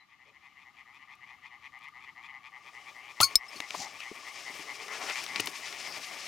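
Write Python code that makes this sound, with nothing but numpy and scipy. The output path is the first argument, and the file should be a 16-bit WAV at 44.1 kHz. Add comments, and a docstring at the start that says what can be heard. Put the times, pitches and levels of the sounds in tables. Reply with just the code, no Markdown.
"""Frogs call across the water at night: three croak in quick throat pulses that ring their vocal sacs,
a fourth pips, and more croak far off. Close by, someone levers the cap off a bottle: gas pops in the
neck, the steel opener rings and the cap clinks away. Then sleeves and a sleeping bag rustle, with
small knocks, as the bottle is moved."""
import sys
import numpy as np
from scipy import signal
from scipy.fft import rfft, irfft
from scipy.io import wavfile

SR = 44100
rng = np.random.default_rng(int(sys.argv[2]) if len(sys.argv) > 2 else 0)


def log_audio(samples):
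    """Write samples as a 16-bit WAV file to the path given in sys.argv[1]."""
    # one column per channel
    frames = np.atleast_2d(samples).T
    # limit to full scale, then quantise
    limited = np.clip(frames, -1, 1)
    pcm = np.round(limited * 32767).astype(np.int16)
    wavfile.write(sys.argv[1], SR, pcm)


N = 276843
T = np.arange(N) / SR

# The near croaks and pips fade in together and grow louder: time_s, level_db
CALL_LEVEL = [(0, -63), (1, -55.5), (1.9, -51.5), (3, -50), (3.9, -47.5), (5.2, -45), (6.28, -48)]


def undb(db):
    """Turn decibels into a gain."""
    return 10 ** (np.asarray(db) / 20)


def unit(x):
    """Scale a sound to an average (rms) level of 1."""
    return x / np.sqrt(np.mean(x ** 2) + 1e-20)


def die_away(t, fade_s):
    """A fade that falls 60 dB in fade_s seconds."""
    return np.exp(-np.log(1000) * t / fade_s)


def curves(rows):
    """Turn each column after the times into a line through the whole scene."""
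    times, *columns = np.transpose(rows)
    return [np.interp(T, times, column) for column in columns]


def add(out, start_s, x):
    """Mix a sound in at start_s."""
    i = int(round(start_s * SR))
    x = x[max(-i, 0):max(N - i, 0)]
    out[max(i, 0):max(i, 0) + len(x)] += x


def colour(x, spectrum):
    """Shape a sound's tone by (pitch_hz, level_db) points."""
    hz, db = np.transpose(spectrum)
    f = np.arange(N // 2 + 1) * SR / N + 1
    gain = undb(np.interp(np.log(f), np.log(hz), db))
    return unit(irfft(rfft(x) * gain, N))


def band(hz, width_hz, size):
    """Noise in one steep-sided band, with little bass."""
    f = np.arange(size // 2 + 1) * SR / size
    bass_cut = f ** 2 / (f ** 2 + (hz / 2) ** 2)
    gain = bass_cut / np.sqrt(1 + (2 * (f - hz) / width_hz) ** 4)
    return unit(irfft(rfft(rng.standard_normal(size)) * gain, size))


def wander(rate_hz):
    """A random line that drifts about 1 either side of zero."""
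    points = rng.standard_normal(4096)
    return unit(np.interp(T * rate_hz, np.arange(len(points)), points))


def outdoors(x, echo_db, fade_s):
    """Reeds and banks scatter a short echo behind the sound."""
    t = T[:SR // 2]
    tail = rng.standard_normal(len(t)) * die_away(t, fade_s) * (t > .003)
    return x + undb(echo_db) * signal.fftconvolve(x, tail / np.linalg.norm(tail))[:N]


def bursts(bands, hits, rise_s):
    """Each hit is a sudden noise in the given bands that dies quickly."""
    out, t = np.zeros(N), T[:SR // 8]
    attack = 1 - np.exp(-t / rise_s)
    for start_s, db, fade_s in hits:
        noise = sum(undb(band_db) * band(hz, width, len(t)) for hz, width, band_db in bands)
        add(out, start_s, undb(db) * noise * attack * die_away(t, fade_s))
    return out


def ringing(tones, onsets):
    """At each onset the tones build up over rise_s, then ring away."""
    out, t = np.zeros(N), T[:SR // 3]
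    ring = sum(undb(db) * np.sin(2 * np.pi * hz * t) * die_away(t, fade_s) for hz, db, fade_s in tones)
    for start_s, db, rise_s in onsets:
        add(out, start_s, undb(db) * ring * np.minimum(t / rise_s, 1))
    return out


def croak(length_s, sacs, pulses, speedup, glide, swell, rasp_db):
    """Throat pulses speed up, swell and fade; the tightening vocal sacs ring higher as they go."""
    progress = np.linspace(0, 1, pulses)
    starts = length_s * (progress + speedup * progress * (1 - progress))
    starts += .0001 * rng.standard_normal(pulses)
    arch = np.sin(np.pi * (np.arange(1, pulses + 1) / (pulses + 1)) ** swell)  # more swell peaks later
    sizes = arch * undb(rng.standard_normal(pulses))
    tension = (1 + glide * (progress - .6) + .009 * rng.standard_normal(pulses))[:, None]
    age = T[:SR // 40]
    rings = 0
    for hz, width, db in sacs:
        fade = 2 * np.pi * width * age
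        envelope = width * fade ** 2 * np.exp(-fade)  # builds up and dies smoothly
        rings = rings + undb(db) * envelope * np.sin(2 * np.pi * hz * tension * age)
    voice, airflow = np.zeros((2, SR // 8))
    for start_s, size, ring in zip(starts, sizes, rings):
        add(voice, start_s, size * ring)
        add(airflow, start_s, size * np.exp(-age / .003))
    rasp = unit(airflow * band(2700, 4100, len(airflow)))  # air scrapes through with every pulse
    return (unit(voice) + undb(rasp_db) * rasp) * np.sqrt(length_s * SR / len(voice))


def frog(runs, sacs, length_s, gain_db, drift_per_s, **shape):
    """One frog croaks in evenly spaced runs while its pitch slowly drifts."""
    out = np.zeros(N)
    for first_s, period_s, croaks, run_db in runs:
        for start_s in first_s + period_s * np.arange(round(croaks)):
            call_db = np.interp(start_s, *np.transpose(CALL_LEVEL))
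            db = call_db + gain_db + run_db + .8 * rng.standard_normal()
            tuning = 1 + drift_per_s * (start_s - 2)
            tuned_sacs = [(hz * tuning, width, sac_db) for hz, width, sac_db in sacs]
            add(out, start_s, undb(db) * croak(length_s, tuned_sacs, **shape))
    return out


def near_frogs():
    """The nearest frog, its neighbour and a raspy third each have their own throat and rhythm."""
    # Runs of croaks: start_s, period_s, croak_count, boost_db
    lead_runs = [(-.018, .202, 2, 0), (.427, .2157, 9, .3), (2.323, .197, 2, .5), (2.733, .2142, 3, 0),
                 (3.392, .2125, 9, 1), (5.27, .146, 2, 1), (5.615, .223, 3, .5)]
    neighbour_runs = [(.097, .224, 4, 0), (.986, .2128, 7, 0)]
    raspy_runs = [(.076, .1684, 9, 0), (1.614, .186, 2, .5), (1.996, .213, 7, .5), (3.487, .213, 8, -1.5),
                  (5.145, .18, 2, 6), (5.505, .207, 4, 0)]
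    # Where throat and vocal sacs ring: pitch_hz, width_hz, level_db
    lead_sacs = [(826, 72, -5.5), (1030, 108, -7), (1196, 82, -10), (2049, 177, 1.9), (2940, 450, -20)]
    neighbour_sacs = [(876, 50, -15.5), (1060, 67, -14), (2045, 180, -5), (2900, 330, -21.5)]
    raspy_sacs = [(927, 99, -4.5), (1130, 103, -4), (2074, 276, -2), (2387, 143, 2.5), (3340, 300, -12)]
    lead = frog(lead_runs, lead_sacs, length_s=.063, gain_db=.75, drift_per_s=.0056,
                pulses=9, speedup=.12, glide=.0637, swell=.93, rasp_db=-22.5)
    neighbour = frog(neighbour_runs, neighbour_sacs, length_s=.052, gain_db=1.5, drift_per_s=.0043,
                     pulses=8, speedup=.22, glide=.08, swell=1.56, rasp_db=-22.5)
    raspy = frog(raspy_runs, raspy_sacs, length_s=.06, gain_db=-.97, drift_per_s=-.0079,
                 pulses=9, speedup=.33, glide=.093, swell=1.16, rasp_db=-13)
    return lead + neighbour + raspy


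def pipping_frog(gain_db, base_hz, arch, sharpness):
    """A fast trill of short arched whistles that tilt down at first and later up."""
    # The frog slowly tires, then steadies: time_s, pips_per_s
    pip_rate = [(0, 27.9), (2.4, 24.85), (2.85, 22.2), (3.4, 24.8), (6.28, 24.2)]
    phase = np.cumsum(curves(pip_rate)[0]) / SR % 1 - .5  # zero in the middle of each pip
    tilt = np.interp(T, [2.5, 3.5], [-.11, .27])
    sag = .027 * np.clip(T - 2.5, 0, 1)
    pitch_hz = base_hz * (1 + tilt * phase - arch * phase ** 2 + .0221 * wander(40) - sag)
    envelope = np.abs(np.cos(np.pi * phase)) ** sharpness
    pips = unit(envelope * np.sin(2 * np.pi * np.cumsum(pitch_hz) / SR))
    return pips * undb(curves(CALL_LEVEL)[0] + gain_db + 1.2 * wander(8.4))


def far_frogs(count):
    """Distant frogs, each with its own pitch and tempo, blur into their echoes."""
    # Their loudness together: time_s, level_db
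    loudness = [(0, -72), (.5, -66.5), (1.2, -64), (2.4, -63.5), (3, -55), (4, -55.5), (5, -53.5),
                (6.28, -54.5)]
    # Where a typical frog's sacs ring: pitch_hz, width_hz, level_db
    typical_sacs = [(791.1, 30, 0), (1106, 107, -7), (2230, 283, -1), (2750, 460, -7.5)]
    # The shape of each croak: speedup, glide, swell, rasp_db
    shape = (.12, .06, 1.2, -20)
    out = np.zeros(N)
    for tuning, period_s, first_s in rng.uniform([.94, .16, -.2], [1.06, .26, 0], (count, 3)):
        sacs = [(hz * tuning, width, db) for hz, width, db in typical_sacs]
        for beat_s in np.arange(first_s, T[-1], period_s):
            add(out, beat_s + .008 * rng.standard_normal(), croak(.062 / tuning, sacs, 8, *shape))
    return unit(outdoors(out, echo_db=0, fade_s=.41)) * undb(curves(loudness)[0])


def night_air():
    """Still air gives a faint wavering hush, plus a steady one that spreads it between the ears."""
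    # Tone of the hush: pitch_hz, level_db
    tone = [(25, -34), (60, 2.5), (130, 4.5), (330, 0.5), (520, -6.5), (1500, 1.5), (4000, -5),
            (7000, -12.5), (8500, -20), (14500, -21), (16500, -37.5)]
    # Its loudness: time_s, level_db
    loudness = [(0, -73), (.3, -69), (1, -68.5), (1.5, -68), (2.1, -65), (2.6, -69), (6.28, -74)]
    hush = colour(rng.standard_normal(N), tone) * undb(curves(loudness)[0] + .71 * wander(6))
    spread = undb(-74.5) * colour(rng.standard_normal(N), tone)
    return hush, spread


def opening_ring():
    """A faint, high tone rings briefly at the very start."""
    # The ring: pitch_hz, level_db, fade_s
    tones = [(4010, -2.5, 0.15)]
    # Its onset: start_s, level_db, rise_s
    onsets = [(.003, -56, 0.0017)]
    return ringing(tones, onsets)


def brushes(grain_db):
    """Cloth and skin brush past in short, grainy strokes that swell and fade."""
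    # Strokes: start_s, length_s, level_db, pitch_hz, width_hz
    strokes = [(0.248, 0.09, -66.5, 529, 160), (3.55, 0.037, -56, 303, 296), (3.74, 0.016, -34, 760, 700),
               (3.742, .13, -42, 5450, 3000), (3.764, 0.066, -53.5, 188, 199), (3.784, .12, -45, 807, 167),
               (3.985, 0.07, -45.5, 2480, 1170), (4.615, 0.52, -55, 450, 70),
               (4.873, 0.12, -42.5, 1160, 2000), (4.969, 0.15, -41, 808.6, 1310),
               (5.269, .24, -52, 300, 450), (5.072, 0.057, -33.5, 1380, 2440),
               (5.836, 0.157, -48, 4960, 900)]
    out, t = np.zeros(N), T[:SR // 2]
    for start_s, length_s, db, hz, width in strokes:
        swell = np.sin(np.pi * np.minimum(t / length_s, 1))
        add(out, start_s, undb(db) * band(hz, width, len(t)) * swell)
    return out * undb(grain_db * wander(400))


def creases():
    """Creases in the cloth snap with bright ticks."""
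    # Tone of a snap: pitch_hz, width_hz, level_db
    bands = [(7000, 8500, 0)]
    # Snaps: start_s, level_db, fade_s
    snaps = [(1.152, -54.5, 0.014), (1.79, -50, 0.007), (1.839, -56.5, 0.0095), (1.885, -51, 0.0085),
             (5.2393, -24, 0.0056), (5.4026, -22, 0.017), (5.458, -26, 0.016), (5.472, -31, 0.0216)]
    return bursts(bands, snaps, rise_s=.0011)


def cloth_rustle(grain_db, flutter_db):
    """Fibres catch and slip while folds flutter; each layer follows the loudness at its own rate."""
    # Loudness of the rustle, dropping out briefly after the clink: time_s, relative_level_db
    loudness = [(2.3, -29), (2.55, -25), (3.19, -16.5), (3.33, -10), (3.4, -24), (3.58, -5.5),
                (3.67, -12.5), (3.76, -1), (3.92, -11.5), (4.3, -9.5), (4.55, -5), (4.82, -7.5), (5.1, 0),
                (5.28, -3), (5.6, -3.5), (6.28, -2.5)]
    # Tones of the sliding hiss, the low folds and the crisp top: pitch_hz, level_db
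    hiss_tone = [(700, -26), (1400, -2.5), (1600, 0.5), (2400, 6), (3300, 0.5), (4200, -1), (5300, 2.5),
                 (7000, -4), (9500, -11), (12000, -32), (16000, -41)]
    fold_tone = [(25, -43.5), (70, -18), (130, -9), (220, -8.5), (380, -2.5), (500, 0.5), (750, 0.5),
                 (1100, -6.5), (1600, -2.5), (3000, -27)]
    crisp_tone = [(5000, -25), (8000, 9.5), (10500, 6), (14500, 0.5), (16500, -22)]
    rustle_db = curves(loudness)[0]
    friction = [rng.standard_normal(N) * undb(grain_db * wander(600) + flutter_db * wander(45))
                for _ in range(3)]
    hiss = colour(friction[0], hiss_tone) * undb(-41 + rustle_db)
    folds = colour(friction[1], fold_tone) * undb(-50.5 + .68 * rustle_db)
    crisp = colour(friction[2], crisp_tone) * undb(-56 + 1.025 * rustle_db)
    fade_in = np.interp(T, [2.35, 2.7], [0, 1])
    return (hiss + folds + crisp) * fade_in


def bottle_pop(gain_db, roughness):
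    """The seal cracks, and gas spits out and rings the neck in a quick upward chirp."""
    # The neck's note: time_s, pitch_hz, relative_level_db
    neck = [(3.2025, 757, -42), (3.2035, 798, -29), (3.208, 1030, -12), (3.215, 1253, -15.5),
            (3.224, 1395, -19), (3.233, 1423, -21), (3.243, 1460, -36)]
    # Tones of the seal and the gas: pitch_hz, width_hz, level_db
    seal_bands = [(2845, 4200, -2.5), (930, 480, -6), (300, 117, -17), (12900, 7000, -20)]
    gas_bands = [(8800, 5260, 1), (4000, 4000, -6.5), (13000, 6000, -23)]
    # The seal's crack and the spits of gas: start_s, level_db, fade_s
    crack = [(3.2028, -13.5, 0.039)]
    spits = [(3.211, -17.5, 0.045), (3.219, -30, 0.066), (3.24, -28, 0.068)]
    hz, db = curves(neck)
    sounding = (T > neck[0][0]) & (T < neck[-1][0])
    chirp = sounding * undb(db + gain_db) * np.sin(2 * np.pi * np.cumsum(hz) / SR)
    chirp *= 1 + roughness * wander(510)
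    return chirp + bursts(seal_bands, crack, rise_s=.00042) + bursts(gas_bands, spits, rise_s=.0004)


def hand_jolts():
    """The hand jolts with dull, low thuds."""
    # Jolts: start_s, level_db, pitch_hz, fade_s
    jolts = [(3.206, -34, 107, 0.14), (3.356, -37, 35.6, 0.072), (5.4, -48.5, 111, 0.18)]
    out, t = np.zeros(N), T[:SR // 4]
    for start_s, db, hz, fade_s in jolts:
        add(out, start_s, undb(db) * np.sin(2 * np.pi * hz * t) * die_away(t, fade_s))
    return out


def opener_and_cap():
    """Steel snaps over steel, and both opener and cap ring as they are struck."""
    # Tone of a slip: pitch_hz, width_hz, level_db
    slip_bands = [(4730, 1100, -1.5), (9500, 11998, -7.5), (295, 1230, -20.5)]
    # Slips: start_s, level_db, fade_s
    slips = [(3.232, -29, 0.1), (3.356, -25, .005), (3.3555, -4, 0.011)]
    # How each part rings: pitch_hz, level_db, fade_s
    opener_tones = [(1091, -19, .2), (2229, -22, .15), (2400, -17, .05), (4054, -20, .08), (4402, 0, .095),
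                    (4677, -10, .095), (6448, -10, .1), (7386, -24, .06), (9040, -19, .11),
                    (10090, -30, .11), (10828, -11, .045), (11940, -31, .12), (12610, -28, .1),
                    (13090, -20, .045), (14030, -24, .085), (15460, -30, .085)]
    cap_tones = [(2270, -26, 0.042), (3940, -25, 0.046), (4900, -32, 0.022), (5180, -0.5, 0.035),
                 (5570, -24, 0.067), (7270, 4.5, 0.0037), (8610, -8, 0.026), (9943, -31, .023),
                 (10860, -35, 0.035), (12650, -28, .055), (14050, -34, .06), (15300, -27.5, 0.0098)]
    # Blows on each part (a scraping one rises slowly): start_s, level_db, rise_s
    opener_blows = [(3.2215, -23, 0.0012), (3.2298, -10, 0.0016), (3.559, -39.5, 0.005)]
    cap_blows = [(3.2305, -14, 0.0023), (3.241, -17, 0.0022), (3.3551, -4, 0.00096), (3.482, -24, 0.018)]
    snaps = bursts(slip_bands, slips, rise_s=.00026)
    return snaps + ringing(opener_tones, opener_blows) + ringing(cap_tones, cap_blows)


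def bedding_bumps():
    """Soft bedding turns bumps into short, dull thumps."""
    # Tone of a bump: pitch_hz, width_hz, level_db
    bands = [(347, 183, 0)]
    # Bumps: start_s, level_db, fade_s
    bumps = [(3.6025, -39.5, .034), (4.114, -33.5, 0.028), (4.5, -42.5, 0.043), (4.594, -43.5, 0.074),
             (5.399, -28.5, 0.037), (5.478, -34.5, 0.0328)]
    return bursts(bands, bumps, rise_s=.0008)


def bottle_knocks():
    """Bottle and opener knock in the hand, too damped to ring on."""
    # Tone of a knock: pitch_hz, width_hz, level_db
    bands = [(2450, 897.5, -2.5), (3070, 4502, -5), (1020, 1100, -8.5)]
    # Knocks: start_s, level_db, fade_s
    knocks = [(3.603, -11.5, 0.007), (3.706, -18, .009), (4.003, -32, 0.023), (4.881, -28, 0.015),
              (5.097, -20.5, 0.017), (5.156, -24.5, 0.021), (5.264, -17, 0.0068), (5.359, -19, 0.02),
              (5.397, -19, 0.032), (5.4707, -23.5, 0.031), (5.726, -24.5, 0.012)]
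    return bursts(bands, knocks, rise_s=.001)


def scene():
    """Frogs over the water and the bottle close by, all louder on the left."""
    frogs = near_frogs() + pipping_frog(gain_db=-11.5, base_hz=1215, arch=1.1, sharpness=3.2)
    bottle = bottle_pop(gain_db=-6, roughness=.52) + hand_jolts() + opener_and_cap()
    handling = cloth_rustle(grain_db=.8, flutter_db=2) + brushes(grain_db=2)
    handling += bottle_knocks() + bedding_bumps() + creases()
    hush, spread = night_air()
    mix = outdoors(frogs, echo_db=-12, fade_s=.15) + far_frogs(count=4)
    mix += outdoors(opening_ring() + bottle, echo_db=-30, fade_s=.073) + handling + hush
    left_gain = 2 / (1 + undb(-7))  # 7 dB above the right
    return np.array([left_gain * mix + spread, (2 - left_gain) * mix - spread])


def record(dry):
    """The microphone weakens a few bands, rounds off the loudest peaks and cuts the highest treble."""
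    # Weakened bands: pitch_hz, width_hz, level_db
    dips = [(494, 100, -9), (1561, 136, -37), (8380, 1270, -2.5)]
    for hz, width, db in dips:
        in_band = signal.lfilter(*signal.iirpeak(hz, hz / width, fs=SR), dry)
        dry = dry - (1 - undb(db)) * in_band
    ceiling, top_hz = .7, 16500
    rounded = dry / (1 + (dry / ceiling) ** 6) ** (1 / 6)
    return signal.sosfilt(signal.ellip(8, .2, 70, top_hz, fs=SR, output="sos"), rounded)


dry = scene()
out = record(dry)
log_audio(out)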